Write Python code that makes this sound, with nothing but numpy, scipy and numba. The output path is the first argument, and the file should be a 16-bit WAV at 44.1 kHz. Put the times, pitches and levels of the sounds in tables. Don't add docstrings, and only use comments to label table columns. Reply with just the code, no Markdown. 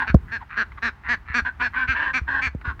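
import sys
import numpy as np
from scipy import signal
from scipy.fft import rfft, irfft
from scipy.io import wavfile
from scipy.ndimage import uniform_filter1d
from numba import njit

SR = 44100
rng = np.random.default_rng(int(sys.argv[2]) if len(sys.argv) > 2 else 0)


def unload_audio(sound):
    columns = np.transpose(np.atleast_2d(sound))
    steps = np.round(np.clip(columns, -1, 1) * 32767)
    wavfile.write(sys.argv[1], SR, steps.astype(np.int16))


N = 123479

# (frequency [Hz], gain [dB])
HOARSE_SPECTRUM = [(200, -16), (650, -14.5), (1050, 0.5), (2000, 2.5), (2800, -15.5), (3800, -18),
                   (5500, -37), (9000, -51.5)]


def leading_duck():
    # (start [s], length [s], top pitch [Hz], level [dB], roughness [0-1], throat resonance [Hz],
    #  open bill against throat [dB], low nasal [Hz], high nasal [Hz], treble tilt [dB/octave])
    quacks = [(.067, 0.053, 226, -27, 0.54, 1650, -9, 4490, 5900, -9.5),
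              (.312, .072, 232.8, -28, 0.079, 1715, -16, 4300, 5450, -3),
              (.565, .075, 227.4, -22, 0.53, 1623, -19, 4200, 5750, -7),
              (.819, .083, 238.7, -23.5, 0.27, 1736, -33, 4100, 5600, -2.5),
              (1.082, 0.077, 244.3, -21.5, 0.079, 1760, -15, 4630, 6400, -3.5),
              (1.337, .076, 246.8, -20.5, 0.11, 1666, -10.5, 4430, 5850, 1.5),
              (1.612, 0.076, 251, -23, .2, 1670, -10, 4380, 5350, -5.5),
              (1.873, 0.079, 266.7, -22, 0.14, 1570, 5, 4040, 6050, -3),
              (2.132, 0.069, 261.4, -22.5, 0.13, 1663, 0.5, 4190, 5900, 3),
              (2.414, .079, 267.6, -24, .2, 1768, 3.5, 4470, 6300, 5.5)]
    # (frequency [Hz], gain [dB])
    spectrum = [(120, -36), (240, -1.5), (480, -9.5), (750, -7.5), (1050, -5), (1700, 2), (2700, -7),
                (3150, -16), (3800, -15.5), (4450, -16.5), (5050, -23.5), (5750, -23), (8300, -39.5),
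                (10000, -55)]
    out, knee_hz = np.zeros(N), 4000
    for *call, low_hz, high_hz, tilt in quacks:
        voice = [(hz, db + tilt * max(np.log2(hz / knee_hz), 0)) for hz, db in spectrum]
        add(out, call[0], quack(call, voice, throat_width_hz=125, throat_db=14.25, jitter_cycles=.055,
                                breath=.5, attack_s=.011, release_s=.017, arch=(.4, .11, .32),
                                nasal_hz=(low_hz, high_hz), echo_db=-11))
    return out


def answering_ducks():
    # (start [s], length [s], top pitch [Hz], level [dB], roughness [0-1], throat resonance [Hz],
    #  open bill against throat [dB])
    answers = [(-.04, 0.091, 257, -24.5, 0.81, 1543, -8.5), (1.444, 0.057, 259.5, -25, 0.62, 1577, -9),
               (1.593, 0.048, 247, -25, 0.44, 1473, -8), (1.746, 0.12, 262.4, -23, 0.27, 1588, -5.5),
               (1.937, .187, 282.8, -24, .9, 1652, -3), (2.269, 0.15, 274.5, -23.5, 0.77, 1605, -24.5),
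               (2.64, .087, 250.8, -29.5, .9, 1494, -21)]
    rasps = [(.266, 0.053, 150, -44.5, 0.84, 1640, -32), (0.488, .12, 158.5, -37, 0.96, 1640, -2),
             (1.026, 0.11, 163.3, -34, 1, 1654, -11), (1.256, .082, 128.8, -35.5, 0.896, 2010, -16),
             (1.725, 0.031, 169, -32, 0.93, 1500, -23.5)]
    # (frequency [Hz], gain [dB])
    harsh_spectrum = [(120, -23.5), (270, -4.5), (550, -13.5), (780, -11.5), (1050, 3.5), (1270, -11),
                      (1750, 0), (2600, -21.5), (3200, -17.5), (4200, -28.5), (5500, -37.5), (10000, -56.5),
                      (15000, -64)]
    out = np.zeros(N)
    for call in answers:
        add(out, call[0], quack(call, harsh_spectrum, throat_width_hz=97, throat_db=19.4,
                                jitter_cycles=.1, breath=.7, attack_s=.016, release_s=.023))
    for call in rasps:
        add(out, call[0], quack(call, HOARSE_SPECTRUM, throat_width_hz=610, throat_db=15.4,
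                                jitter_cycles=.14, breath=.75, attack_s=.025, release_s=.0055))
    return out


def quack(call, voice, throat_width_hz, throat_db, jitter_cycles, breath, attack_s, release_s,
          arch=(.45, .08, .12), nasal_hz=(2680, 4105), echo_db=-3):
    _, length, top_hz, db, rough, throat_hz, bill_db = call
    crest, rise, fall = arch
    t = np.arange(12288) / SR
    progress = np.clip(t / length, 0, 1)
    before_crest = np.maximum(1 - progress / crest, 0)
    after_crest = np.maximum((progress - crest) / (1 - crest), 0)
    bend = 1 - rise * before_crest ** 2 - fall * after_crest ** 2
    source = voice_pulses(top_hz * bend, length, jitter_cycles * rough, breath * rough,
                          shimmer_db=2.5 * rough)
    effort = np.clip(t / attack_s, 0, 1) * np.clip((length - t) / release_s, 0, 1)
    x = colour(effort * source, voice)
    dull = signal.sosfilt(signal.butter(1, 2800, fs=SR, output="sos"), x)
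    x = dull + undb(-7.5 * (2 * progress - 1) ** 2) * (x - dull)
    bill_open = 1 / (1 + np.exp((t / length - .72) * 10))
    sag = bend ** .4
    throat = ring(x, throat_hz * sag, float(throat_width_hz))
    bill = ring(x * bill_open, 2390 * sag, width_hz=300.)
    nasal = sum(ring(x, hz * np.sqrt(sag), width_hz=165.) for hz in nasal_hz)
    voiced = x + undb(throat_db) * (throat + undb(bill_db) * bill) + undb(5) * nasal
    heard = ground_scatter(voiced, echo_db)
    return unit(heard) * np.sqrt(length * SR / len(t)) * undb(db)


def voice_pulses(pitch_hz, length_s, jitter_cycles, breath, shimmer_db):
    size, count = len(pitch_hz), 80
    late, strong = rng.standard_normal((2, count))
    cycles = np.arange(count) + .5 + jitter_cycles * late
    times = np.interp(cycles, np.cumsum(pitch_hz) / SR, np.arange(size) / SR)
    pulses = np.zeros(size)
    for when, gain in zip(times[times < length_s] * SR, undb(shimmer_db * strong)):
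        near = np.arange(max(int(when) - 10, 0), int(when) + 10)
        pulses[near] += gain * np.sinc(near - when) * np.sinc((near - when) / 10)
    puff_power = signal.lfilter([1], [1, -np.exp(-1 / (SR * .0019))], pulses ** 2)
    puffs = np.sqrt(puff_power) * rng.standard_normal(size)
    return unit(pulses) + breath * unit(puffs)


def peeps():
    # (start [s], length [s], first pitch [Hz], last pitch [Hz], level [dB])
    calls = [(.018, 0.016, 1000, 980, -24.5), (.027, 0.055, 1016, 738, -36), (0.398, 0.045, 1116, 794, -39),
             (.772, .025, 1220, 1020, -34)]
    out = np.zeros(N)
    for start, length, first_hz, last_hz, db in calls:
        n = int(length * SR)
        progress = np.linspace(0, 1, n)
        hz = (first_hz + (last_hz - first_hz) * progress) * (1 + .07 * drift(530)[:n])
        whistle = undb(4 * drift(400)[:n]) * np.sin(2 * np.pi * np.cumsum(hz) / SR)
        air = undb(-7) * noise(N // 10, HOARSE_SPECTRUM)[:n]
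        add(out, start, undb(db) * np.sin(np.pi * progress) * (whistle + air))
    return out


def ticks():
    # (time [s], level [dB])
    clicks = [(.719, -40), (2.613, -38.5), (2.794, -32)]
    out, t = np.zeros(N), np.arange(SR // 10) / SR
    for start, db in clicks:
        add(out, start, undb(db) * np.exp(-t / .0076) * noise(len(t), HOARSE_SPECTRUM))
    return out


def phone_bumps():
    # (time [s], level [dB], sharpness as extra starting pitch [Hz], decay [s])
    bumps = [(0.099, -19, 100, 0.036), (0.1446, 6, 583, 0.012), (1.301, -23.5, 78, 0.016),
             (1.421, -22.5, 30.4, 0.019), (1.888, -18, 58.3, 0.019), (2.216, -19, 49, 0.026),
             (2.469, -23, 68.7, 0.03), (2.549, -17, 364, 0.012), (2.676, -18, 70, 0.023)]
    click_spectrum = [(500, 22), (1400, -32), (4000, -19.5), (14000, -42.5)]  # (frequency [Hz], gain [dB])
    boom_hz, settle_s = 67.2, .00269
    out, t = np.zeros(N), np.arange(SR // 5) / SR
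    for start, db, sharp_hz, decay_s in bumps:
        hz = boom_hz + sharp_hz * np.exp(-t / settle_s)
        envelope = (1 - np.exp(-t / .0015)) * np.exp(-t / decay_s)
        boom = -np.sin(2 * np.pi * np.cumsum(hz) / SR) * envelope
        click = noise(len(t), click_spectrum) * np.exp(-t / .0058)
        add(out, start, undb(db) * boom)
        add(out, start - .0012, undb(db - 28) * sharp_hz / boom_hz * click)
    return out


def carrying_rumble():
    # (time [s], level [dB])
    levels = [(0, -39), (.5, -45.5), (2.8, -39.5)]
    # (frequency [Hz], gain [dB])
    spectrum = [(20, -37.5), (45, -3), (68, -1.5), (110, -12), (200, -21), (400, -28.5), (900, -64)]
    carried_db = np.interp(np.arange(N) / SR, *np.array(levels).T)
    return undb(carried_db + 2.5 * drift(14)) * noise(N, spectrum)


def ground_scatter(x, echo_db, decay_s=.01):
    t = np.arange(len(x)) / SR
    lag_s = rng.uniform(.0006, .0012)
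    x = x + undb(-10) * np.interp(t - lag_s, t, x, left=0)
    echoes = rng.standard_normal(len(x)) * (1 - np.exp(-t / .0019)) * np.exp(-t / decay_s)
    return x + undb(echo_db) * signal.fftconvolve(x, echoes / np.linalg.norm(echoes))[:len(x)]


def yard_echo(x, t60_s=.19, echo_db=-24.5):
    t = np.arange(SR // 2) / SR
    tail = rng.standard_normal(len(t)) * (t > .015) * undb(-60 * t / t60_s)
    return x + undb(echo_db) * signal.fftconvolve(x, tail / np.linalg.norm(tail))[:N]


def outdoor_air():
    # (frequency [Hz], gain [dB])
    spectrum = [(400, -14), (900, 5.5), (1700, 2.5), (3000, -11.5), (6000, -25), (10000, -37), (15000, -34)]
    return undb(-55 + drift(3.6)) * noise(N, spectrum)


def undb(db):
    return 10 ** (np.asarray(db) / 20)


def unit(x):
    return x / np.sqrt(np.mean(x ** 2) + 1e-18)


def add(out, start_s, x):
    i = int(round(start_s * SR))
    x = x[max(-i, 0):max(N - i, 0)]
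    out[max(i, 0):max(i, 0) + len(x)] += x


def colour(x, points):
    size = 4096
    hz, db = np.array(points).T
    bins_hz = np.maximum(np.arange(size // 2 + 1) * SR / size, 1)
    gain = undb(np.interp(np.log(bins_hz), np.log(hz), db))
    cepstrum = irfft(np.log(gain))
    cepstrum[1:size // 2] *= 2
    cepstrum[size // 2 + 1:] = 0
    return signal.fftconvolve(x, irfft(np.exp(rfft(cepstrum))))[:len(x)]


def noise(n, spectrum):
    return unit(colour(rng.standard_normal(n), spectrum))


@njit
def ring(x, hz, width_hz):
    y, band, low = np.empty(len(x)), 0., 0.
    for i in range(len(x)):
        g, damping = np.tan(np.pi * hz[i] / SR), width_hz / hz[i]
        v = (band + g * (x[i] - low)) / (1 + g * (g + damping))
        band, low, y[i] = 2 * v - band, low + 2 * g * v, damping * v
    return y


def drift(rate_hz):
    hold = int(SR / rate_hz)
    steps = np.repeat(rng.standard_normal(N // hold + 1), hold)
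    return unit(uniform_filter1d(uniform_filter1d(steps, hold), hold)[:N])


def scene():
    air = outdoor_air()
    birds = leading_duck() + answering_ducks() + peeps() + ticks()
    return (yard_echo(birds) + phone_bumps() + carrying_rumble() + air)[None]


def record(dry):
    ceiling, top_hz = .75, 15800
    rounded = dry / (1 + np.abs(dry / ceiling) ** 4) ** .25
    return signal.sosfilt(signal.ellip(8, .2, 70, top_hz, fs=SR, output="sos"), rounded)


dry = scene()
out = record(dry)
unload_audio(out)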